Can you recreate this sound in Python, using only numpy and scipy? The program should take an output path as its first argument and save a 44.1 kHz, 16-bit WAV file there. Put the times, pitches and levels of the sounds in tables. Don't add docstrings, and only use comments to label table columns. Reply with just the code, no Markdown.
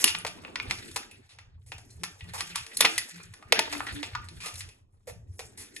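import sys
import numpy as np
from scipy import signal
from scipy.fft import rfft, irfft, next_fast_len
from scipy.io import wavfile
from scipy.ndimage import uniform_filter1d

SR = 44100
rng = np.random.default_rng(int(sys.argv[2]) if len(sys.argv) > 2 else 0)


def to_wav(sig):
    pcm = np.clip(np.atleast_2d(sig), -1, 1) * 32767
    pcm = np.round(pcm).astype(np.int16)
    wavfile.write(sys.argv[1], SR, pcm.T)


N = 255780

# (time [s], level [dB], ring of the panel [Hz], ring [dB],
# dull part [dB], hollow part [dB], bright part [dB], hold [s], fall by 60 dB [s])
SNAPS = [(0.041, 3.5, 2940, 14.5, -29.5, -19, -4.5, 0.0013, 0.014),
         (0.077, -10, 2760, 5.5, -39, -27.5, -16, 0.0017, 0.054),
         (0.148, -16.5, 3000, 3.5, -33.5, -21.5, -27, 0.0036, 0.019),
         (0.185, -25.5, 2970, -1, -48, -35, 0, 0.0014, 0.016),
         (0.248, -16, 588, 6.5, -11.5, -12, -21.5, 0.0019, 0.023),
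         (0.265, -20.5, 2264, 0.5, -27.5, -26, -17, 0.0019, 0.075),
         (0.448, -25.5, 2675, 7, -36, -24, -38, 0.0012, 0.014),
         (0.478, -35.5, 506, 21, -17, -8, -32.5, 0.0011, 0.03),
         (0.556, -15.5, 2010, 10, -46, -18, -22, 0.0021, 0.02),
         (0.599, -13, 2270, 14, -44, -20.5, -29.5, 0.0012, 0.0083),
         (0.709, -9.5, 2210, 10.5, -34, -20, -18, 0.0014, 0.013),
         (0.913, -34, 3560, 10, -36, -17, -9, 0.0014, 0.038),
         (0.96, -16, 1040, 11, -21, -24.5, -13.5, 0.0019, 0.05),
         (0.966, -19, 1020, 4.5, -22, -5.5, -12, 0.0018, 0.043),
         (1.111, -35, 2650, 12.5, -21, -54, -13, 0.0012, 0.038),
         (1.386, -34.5, 1950, 2.5, -24.5, -20, -22, 0.0012, 0.047),
         (1.718, -24, 2750, 6, -20, -18.5, -23, 0.0012, 0.036),
         (1.781, -36, 715, 13.5, -18.5, -18, -14, 0.0012, 0.039),
         (1.901, -45.5, 4200, 22, -33, -35, -7.5, 0.0012, 0.075),
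         (2.034, -17, 2060, 3, -26, -15, -13, 0.0013, 0.052),
         (2.207, -30, 1950, 12, -49, -49, -34, 0.0012, 0.027),
         (2.243, -40, 1890, 13, -26, -24, -20, 0.00092, 0.019),
         (2.406, -15, 1950, 2, -31.5, -16, -15.5, 0.0016, 0.025),
         (2.557, -13, 3160, 9, -30.5, -6.5, -8.5, 0.00088, 0.027),
         (2.578, -25, 2650, 16, -31, -16.5, -18, 0.0012, 0.025),
         (2.664, -31, 1830, 5, -35, -25, -14.5, 0.0026, 0.025),
         (2.734, -41, 1970, 10, -26.5, -25.5, 8.5, 0.0012, 0.025),
         (2.769, -12, 4250, 11.5, -29, -23.5, -0.5, 0.0014, 0.03),
         (2.806, 0.5, 3520, 11, -17.5, -16, -8.5, 0.0015, 0.03),
         (2.822, -10.5, 2310, 6, -40.5, -21, -22.5, 0.0014, 0.041),
         (2.845, -12.5, 1195, 10.5, -11.5, -14, -33, 0.0018, 0.0093),
         (2.849, 0, 2090, 4.5, -25.5, -23.5, -22, 0.0004, 0.046),
         (2.979, -8, 1950, 16.5, -31, -28, -9, 0.00056, 0.043),
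         (3.177, -40.5, 2520, 4, -26, -16, -19.5, 0.0018, 0.026),
         (3.201, -36.5, 2444, 16, -30, -6, -52.5, 0.0026, 0.025),
         (3.337, -33, 1820, 8.5, -31, -17, -13.5, 0.002, 0.025),
         (3.425, -33.5, 1225, 12, -13, -14.5, -29, 0.00098, 0.025),
         (3.522, -0.5, 2060, 5, -29.5, -25.5, -17.5, 0.0024, 0.021),
         (3.526, -4, 2080, 0.5, -3, -12.5, -18, 0.00086, 0.0097),
         (3.591, -2, 894, 11, -19.5, -27.5, -17.5, 0.00057, 0.021),
         (3.751, -21.5, 2040, 13, -28, -9, -28, 0.0009, 0.017),
         (3.804, -15.5, 1170, 4.5, -15, -4.5, -41, 0.0019, 0.014),
         (3.867, -20, 1900, 14, -34, -17, -22, 0.0011, 0.032),
         (3.951, -40, 2450, 12, -20, -15, -6, 0.0013, 0.075),
         (4.029, -19, 3600, 3, -22, -26.5, -23, 0.00084, 0.068),
         (4.15, -16.5, 1150, 1, -33, -1.5, -24, 0.0034, 0.023),
         (4.286, -31, 4150, 7, -38, -22, -15, 0.0012, 0.029),
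         (4.459, -22.5, 1266, 24.5, -19, -39, -14.5, 0.0012, 0.054),
         (4.482, -27, 2570, 5, -16.5, -30, -16, 0.0011, 0.042),
         (4.54, -30, 2430, 5, -23, -35, -11, 0.0012, 0.025),
         (4.556, -28, 3940, 7, -33, -32, -10, 0.0012, 0.021),
         (4.606, -26, 1950, 13.5, -53, -26, -12.5, 0.00083, 0.059),
         (4.688, -37, 2445, 5.5, -38, -35.5, -14, 0.0012, 0.037),
         (5.071, -26, 512, 19.5, 0, -29, -13, 0.0011, 0.033),
         (5.392, -24.5, 458, 10, -13, -18, -15.5, 0.00086, 0.073),
         (5.763, -25, 1850, 27, -38, -55, -13.5, 0.002, 0.0223)]
TEAR = [(0.047, -18, 3137, 3, -37, -19.5, -13, 0.06, 0.017)]
STROKES = [(0.696, -23, 2290, 5, -24, -26, -18.5, 0.023, 0.045),
           (1.29, -42, 3900, 5, -41, -25, -17, 0.034, 0.13),
           (1.661, -43, 560, 6.2, -18, -26, -8.5, 0.029, 0.11),
           (2.334, -23.5, 900, 6.4, -14.5, -8.5, -10.5, 0.021, 0.18),
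           (2.378, -24.5, 3060, 8.6, -24, -16, -12.5, 0.037, 0.065),
           (2.551, -25, 1260, 4, -36, -23, -17, 0.033, 0.12),
           (3.724, -16, 2540, 3.6, -18, -16, -16, 0.0086, 0.057),
           (4.402, -29, 2510, 9.2, -43, -21.5, -14, 0.042, 0.08),
           (4.435, -27, 1230, 10, -26, -17, -13, 0.04, 0.19),
           (4.921, -65, 459, 4.9, -2, -27, -11, 0.021, 0.072),
           (5.073, -28.5, 493, 7.6, -6, -16.5, -13, 0.023, 0.1),
           (5.327, -53.5, 463, 5, -22, -31, 9, 0.035, 0.08),
           (5.573, -29.5, 1890, 5, -24.5, -20, -7.5, 0.046, 0.16)]
# (frequency [Hz], usual level [dB],
# share of the dull part, of the hollow part, of the bright part, of the level [dB per dB])
SHEET = [(144, -32, .4, 0.0, 0.14, .2), (314, -18.5, 0.15, 0.059, 0.16, .25),
         (480, -12.5, 1.4, 0.0, 0.34, 0.23), (720, -7.5, 0.76, .15, 0.13, 0.13),
         (1026, -2.5, .1, .9, 0.15, 0.17), (1450, -3, 0.0, .8, 0.033, 0.16),
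         (1950, -2.5, 0.26, 0.21, 0.22, 0.064), (2940, -.5, 0.0, 0.0077, 0.22, 0.21),
         (5070, 0.5, 0.0, 0.18, 0.82, 0.16), (7210, -7, 0.18, 0.17, 1.3, 0.0),
         (10530, -7, 0.1, 0.0, 2.1, 0.0), (15230, -37, 0.99, 0.17, 1.5, .45),
         (17060, -44, 0.081, 0.0, 0.65, .45)]
USUAL_PARTS = [-27, -19, -16, -20]
# (frequency [Hz], width [Hz], lift [dB])
POUCH = [(303, 25, 9.5), (449, 12, 7), (468, 55, 1.5), (856, 280, 5.5), (1140, 62, 2.5), (1772, 24, 8.5),
         (1929, 22, 10.5), (2122, 130, 6.5), (2404, 120, 5), (2600, 78, 5), (3130, 56, -1.5),
         (3650, 67, 3.5), (4220, 190, 4), (7670, 790, 2.5), (9460, 2100, 0.5)]
# (time [s], dull rub [dB], body rustle [dB], bright fizz [dB])
RUSTLE = [(0.0, -44.5, -30.5, -30), (0.1, -74, -53.5, -54.5), (0.34, -59.5, -59.5, -62.5),
          (0.6, -58.5, -58, -62), (0.74, -53.5, -50, -54), (0.92, -75, -55, -50.5),
          (1.11, -68, -64.5, -70.5), (1.29, -79.5, -69, -78), (1.48, -73, -83, -112),
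          (1.71, -101, -84, -63), (1.84, -74.5, -73, -62.5), (2.36, -69, -59.5, -63),
          (2.5, -72, -50.5, -51.5), (2.71, -66, -56.5, -55.5), (2.94, -61, -43.5, -39.5),
          (3.29, -74.5, -58, -62), (3.46, -65, -71, -72), (3.57, -62.5, -37, -64), (3.68, -54, -42, -60),
          (3.73, -57, -47, -47), (4.26, -66, -58.5, -64.5), (4.46, -69, -59.5, -59), (4.59, -69, -53, -52),
          (4.75, -72.5, -69.5, -68), (4.86, -82.5, -98, -95.5), (5.07, -90, -83, -78),
          (5.25, -87.5, -90, -89), (5.43, -71, -74.5, -54), (5.57, -80, -71, -73), (5.8, -75, -63, -57)]
# (low edge [Hz], high edge [Hz])
RUSTLE_BANDS = [(400, 1400), (1400, 5000), (5000, 14000)]
# (frequency [Hz], fall by 60 dB [s])
ROOM_DECAY = [(300, 0.36), (1000, 0.35), (3000, 0.31), (8000, 0.29), (14000, 0.24)]
# (time [s], level [dB])
DEEP_LEVEL = [(0.0, -52), (0.05, -70.5), (0.13, -57), (0.6, -60), (0.68, -43), (0.76, -58.5), (0.93, -53),
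              (1.06, -67), (1.24, -54), (1.28, -64.5), (1.45, -51.5), (2.0, -52), (2.16, -67), (2.23, -43),
              (2.49, -59), (2.63, -53.5), (2.7, -70), (2.86, -56), (2.92, -72.5), (3.0, -56), (3.09, -78),
              (3.28, -50), (3.44, -78.5), (3.47, -48), (3.65, -60.5), (3.94, -41), (4.04, -60),
              (4.15, -44.5), (4.41, -51), (4.49, -63), (4.68, -45), (4.75, -63), (5.09, -55), (5.1, -50),
              (5.74, -63.5), (5.8, -74.5)]
# (frequency [Hz], width [Hz], lift [dB])
DEEP_HUMPS = [(88.1, 13, 8), (117.6, 2.4, 8.5)]
# (time [s], level [dB])
UPPER_LEVEL = [(0.0, -62), (0.06, -48), (0.13, -68.5), (0.53, -56.5), (1.05, -55.5), (1.28, -81.5),
               (1.97, -70), (2.03, -54.5), (2.18, -76), (2.44, -59.5), (2.68, -83.5), (2.86, -37.5),
               (2.99, -66), (3.49, -69), (3.52, -51), (4.04, -62.5), (4.07, -62), (5.02, -80), (5.07, -72),
               (5.8, -59)]
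# (time [s], length [s], frequency [Hz], level [dB])
LOW_TONES = [(0.123, 0.33, 170, -55), (0.423, 0.2, 290, -61), (0.624, 0.27, 170, -62),
             (1.978, 0.13, 170, -54.5), (2.216, .36, 170, -54.5), (2.6, 0.4, 447, -71),
             (2.803, 0.11, 170, -54), (2.825, 0.13, 447, -55), (2.833, 0.126, 327, -50),
             (3.107, 0.24, 170, -55.5), (3.7, 0.2, 290, -46), (3.933, 0.115, 290, -42.5),
             (3.937, 0.079, 447, -68.5), (4.219, 0.29, 170, -57.5), (5.131, .06, 170, -54),
             (5.553, 0.33, 290, -67)]
# (frequency [Hz],
# near cracks [dB], their echoes [dB], soft sounds [dB])
WIDTH = [(60, -17, -9, -21), (147.2, -8, -3.5, -10), (400, -11.5, -9.5, -2), (1000, -11.5, -1, 3.5),
         (2000, -8.5, 0.5, -1), (3200, -9, 2, -2.5), (5900, -6, -3.5, -3.5), (6700, -6.5, -7, -14.5),
         (9050, -12.5, -7, -15), (14000, -5.5, -11.5, -13)]

SNAP_GAIN_DB, STROKE_GAIN_DB, ROOM_GAIN_DB = -10, -16, -6.5
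SNAP_RISE_S, STROKE_RISE_S = 0.001, 0.0024
NEARNESS = 0.16
CRINKLES_PER_S, CRINKLE_S, CRINKLE_LIFT = 40, 0.012, 0.8
TONE_HZ, TONE_WIDTH_HZ, TONE_EDGE_S = [170, 290, 327, 447], 12, 0.06
LOWEST_DB, LOWEST_FOLLOWS = -66.5, 0.4
LEFT_LEAD_S, LEAD_TOP_HZ = 0.00006, 6160
SOFT_TOP_HZ, CUTOFF_HZ = 11500, 16200


def snaps():
    return bursts(SNAPS, SNAP_RISE_S, per_s=10000, spread_db=3.5, gain_db=SNAP_GAIN_DB, first=4.4)


def tear_and_strokes():
    return bursts(TEAR + STROKES, STROKE_RISE_S, per_s=17000, spread_db=1.5, gain_db=STROKE_GAIN_DB, first=0)


def bursts(table, rise, per_s, spread_db, gain_db, first):
    start, level_db, ring_hz, ring_db, *parts_db, hold, fall = np.array(table).T[..., None]
    t = np.arange(8192) / SR
    swell = np.minimum((t + 1e-4) / rise, 1) ** 2.2
    decay = from_db(-60 * np.maximum(t - rise - hold, 0) / np.maximum(fall, 1e-3))
    shape = swell * decay

    cracks = clicks((len(table), 2, len(t)), per_s, spread_db)
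    cracks[..., int(rise * SR)] += first
    cracks = rfft(cracks * shape[:, None])
    even = -0.5 * np.log(uniform_filter1d(np.abs(cracks) ** 2, size=61))

    hz = np.arange(len(t) // 2 + 1) * SR / len(t)
    colour_db = sheet_colour(hz, [*parts_db, level_db])
    colour_db += ring_db / (1 + ((hz / ring_hz - 1) / 0.081) ** 2)
    response = causal(even + np.log(from_db(colour_db))[:, None])
    sounds = lift(irfft(cracks * response), POUCH)

    strength = np.sqrt(np.sum(sounds ** 2, axis=2) / np.sum(shape ** 2, axis=1)[:, None])
    sounds = sounds * (from_db(level_db + gain_db) / strength)[..., None]
    far_gain = from_db(-NEARNESS * (level_db - USUAL_PARTS[-1]))
    far = sounds[:, :1] * far_gain[..., None]

    out = np.zeros((3, N + len(t)))
    for s, sound in zip(start[:, 0], np.concatenate([sounds, far], axis=1)):
        first_sample = round(s * SR)
        out[:, first_sample:first_sample + len(t)] += sound
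    return out[:, :N]


def sheet_colour(hz, parts_db):
    usual_db, *shares = (at_hz(np.array(SHEET)[:, [0, k]], hz) for k in range(1, 6))
    return usual_db + sum(share * (db - usual) for share, db, usual in zip(shares, parts_db, USUAL_PARTS))


def rustle():
    clumps_db = 1.2 * drift(22)
    grains = lift(clicks((2, 2, N), per_s=5000, spread_db=1.0), POUCH)
    out, turn = 0, 0
    for level_db, (low, high) in zip(in_time(RUSTLE), RUSTLE_BANDS):
        edges = np.geomspace(low, high, num=6)
        starts = np.abs(clicks(N, CRINKLES_PER_S, spread_db=3.0))
        crinkles = signal.lfilter([CRINKLE_LIFT], [1, -np.exp(-1 / (CRINKLE_S * SR))], starts)
        crinkle_gain = rms_one(1 + crinkles)
        for band_low, band_high in zip(edges, edges[1:]):
            share = rms_one(band(grains[turn], band_low, band_high)) / np.sqrt(5)
            turn = 1 - turn
            gain = from_db(level_db + clumps_db + 2.5 * drift(21))
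            out = out + gain * share * crinkle_gain
    return out


def room(x):
    t = np.arange(SR // 2) / SR
    edges = 250 * 2 ** np.arange(0, 6.1, 1)
    white = rng.standard_normal((2, len(t)))
    echoes = 0
    for low, high in zip(edges, edges[1:]):
        fall_s = at_hz(ROOM_DECAY, np.sqrt(low * high))
        echoes = echoes + band(white, low, high) * from_db(-60 * t / fall_s)
    echoes = echoes * np.clip(t / 0.011, 0, 1)
    return signal.fftconvolve(x[None], rms_one(echoes) / np.sqrt(len(t)), axes=1)[:, :N]


def rumble():
    white = rng.standard_normal((2, N))
    deep_db = in_time(DEEP_LEVEL)[0] + 4.4 * drift(13)
    upper_db = in_time(UPPER_LEVEL)[0] + 4.6 * drift(11)
    lowest_db = LOWEST_DB + LOWEST_FOLLOWS * (deep_db - deep_db.mean()) + 2.5 * drift(3.9)
    out = from_db(deep_db) * rms_one(lift(band(white, 48, 120, order=3), DEEP_HUMPS))
    out += from_db(upper_db) * rms_one(band(white, 190, 420, order=3))
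    out += from_db(lowest_db) * rms_one(band(white, 25, 51))
    return out + low_tones(white)


def low_tones(white):
    out = 0
    for k, hz in enumerate(TONE_HZ):
        nearest = [(s, length, db) for s, length, near, db in LOW_TONES
                   if np.argmin(np.abs(near - np.array(TONE_HZ))) == k]
        tone = rms_one(resonance(resonance(white, hz, TONE_WIDTH_HZ), hz, TONE_WIDTH_HZ))
        out = out + swells(nearest, TONE_EDGE_S) * from_db(1.2 * drift(26.07)) * tone
    return out


def stereo(mid, side, column):
    size = next_fast_len(N + 999)
    hz = np.arange(size // 2 + 1) * SR / size
    side = rfft(side, size) * from_db(at_hz(np.array(WIDTH)[:, [0, column]], hz))
    lead = np.exp(1j * np.pi * hz * LEFT_LEAD_S / (1 + (hz / LEAD_TOP_HZ) ** 20))
    mid = rfft(mid, size)
    return irfft([mid * lead + side, mid / lead - side], size)[:, :N]


def clicks(shape, per_s, spread_db):
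    sizes = from_db(spread_db * np.minimum(rng.exponential(1, shape), 5)) * rng.choice([-1, 1], shape)
    return sizes * (rng.random(shape) < per_s / SR) + 1e-18


def drift(rate):
    r = np.exp(-2 * np.pi * rate / SR)
    return rms_one(signal.lfilter([1], [1, -2 * r, r * r], rng.standard_normal(N + SR))[SR:])


def resonance(x, hz, width):
    r = np.exp(-np.pi * width / SR)
    poles = [1, -2 * r * np.cos(2 * np.pi * hz / SR), r * r]
    return signal.lfilter([(1 - r * r) / 2, 0, (r * r - 1) / 2], poles, x)


def lift(x, modes):
    for hz, width, lift_db in modes:
        x = x + (from_db(lift_db) - 1) * resonance(x, hz, width)
    return x


def causal(log_gain):
    cepstrum = irfft(log_gain)
    half = cepstrum.shape[-1] // 2
    cepstrum[..., 1:half] *= 2
    cepstrum[..., half + 1:] = 0
    return np.exp(rfft(cepstrum))


def swells(rows, edge):
    t, out = np.arange(N) / SR, np.zeros(N)
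    for s, length, db in rows:
        inside = np.minimum(t - s, s + length - t)
        out += from_db(db) * np.clip(inside / edge + 0.5, 0, 1) ** 2
    return out


def band(x, low, high, order=2):
    return signal.sosfilt(signal.butter(order, [low, high], "band", fs=SR, output="sos"), x)


def from_db(db):
    return 10 ** (np.asarray(db) / 20)


def rms_one(x):
    return x / np.sqrt(np.mean(x ** 2, axis=-1, keepdims=True) + 1e-20)


def in_time(rows):
    s, *columns = np.transpose(rows)
    return [np.interp(np.arange(N) / SR, s, c) for c in columns]


def at_hz(points, hz):
    points = np.array(points)
    return np.interp(np.log(np.maximum(hz, 1)), np.log(points[:, 0]), points[:, 1])


def scene():
    snap, stroke = snaps(), tear_and_strokes()
    top = signal.butter(12, SOFT_TOP_HZ, fs=SR, output="sos")
    echoes = signal.sosfilt(top, from_db(ROOM_GAIN_DB) * room(snap[2] + stroke[2]))
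    soft = signal.sosfilt(top, rustle() + rumble()) + stroke[:2]
    return stereo(*snap[:2], column=1) + stereo(*echoes, column=2) + stereo(*soft, column=3)


def record(dry):
    rounded = np.clip(np.tanh(dry / 1.6) * 1.6, -0.86, 0.86)
    return signal.sosfilt(signal.cheby2(12, 70, CUTOFF_HZ, fs=SR, output="sos"), rounded)


dry = scene()
out = record(dry)
to_wav(out)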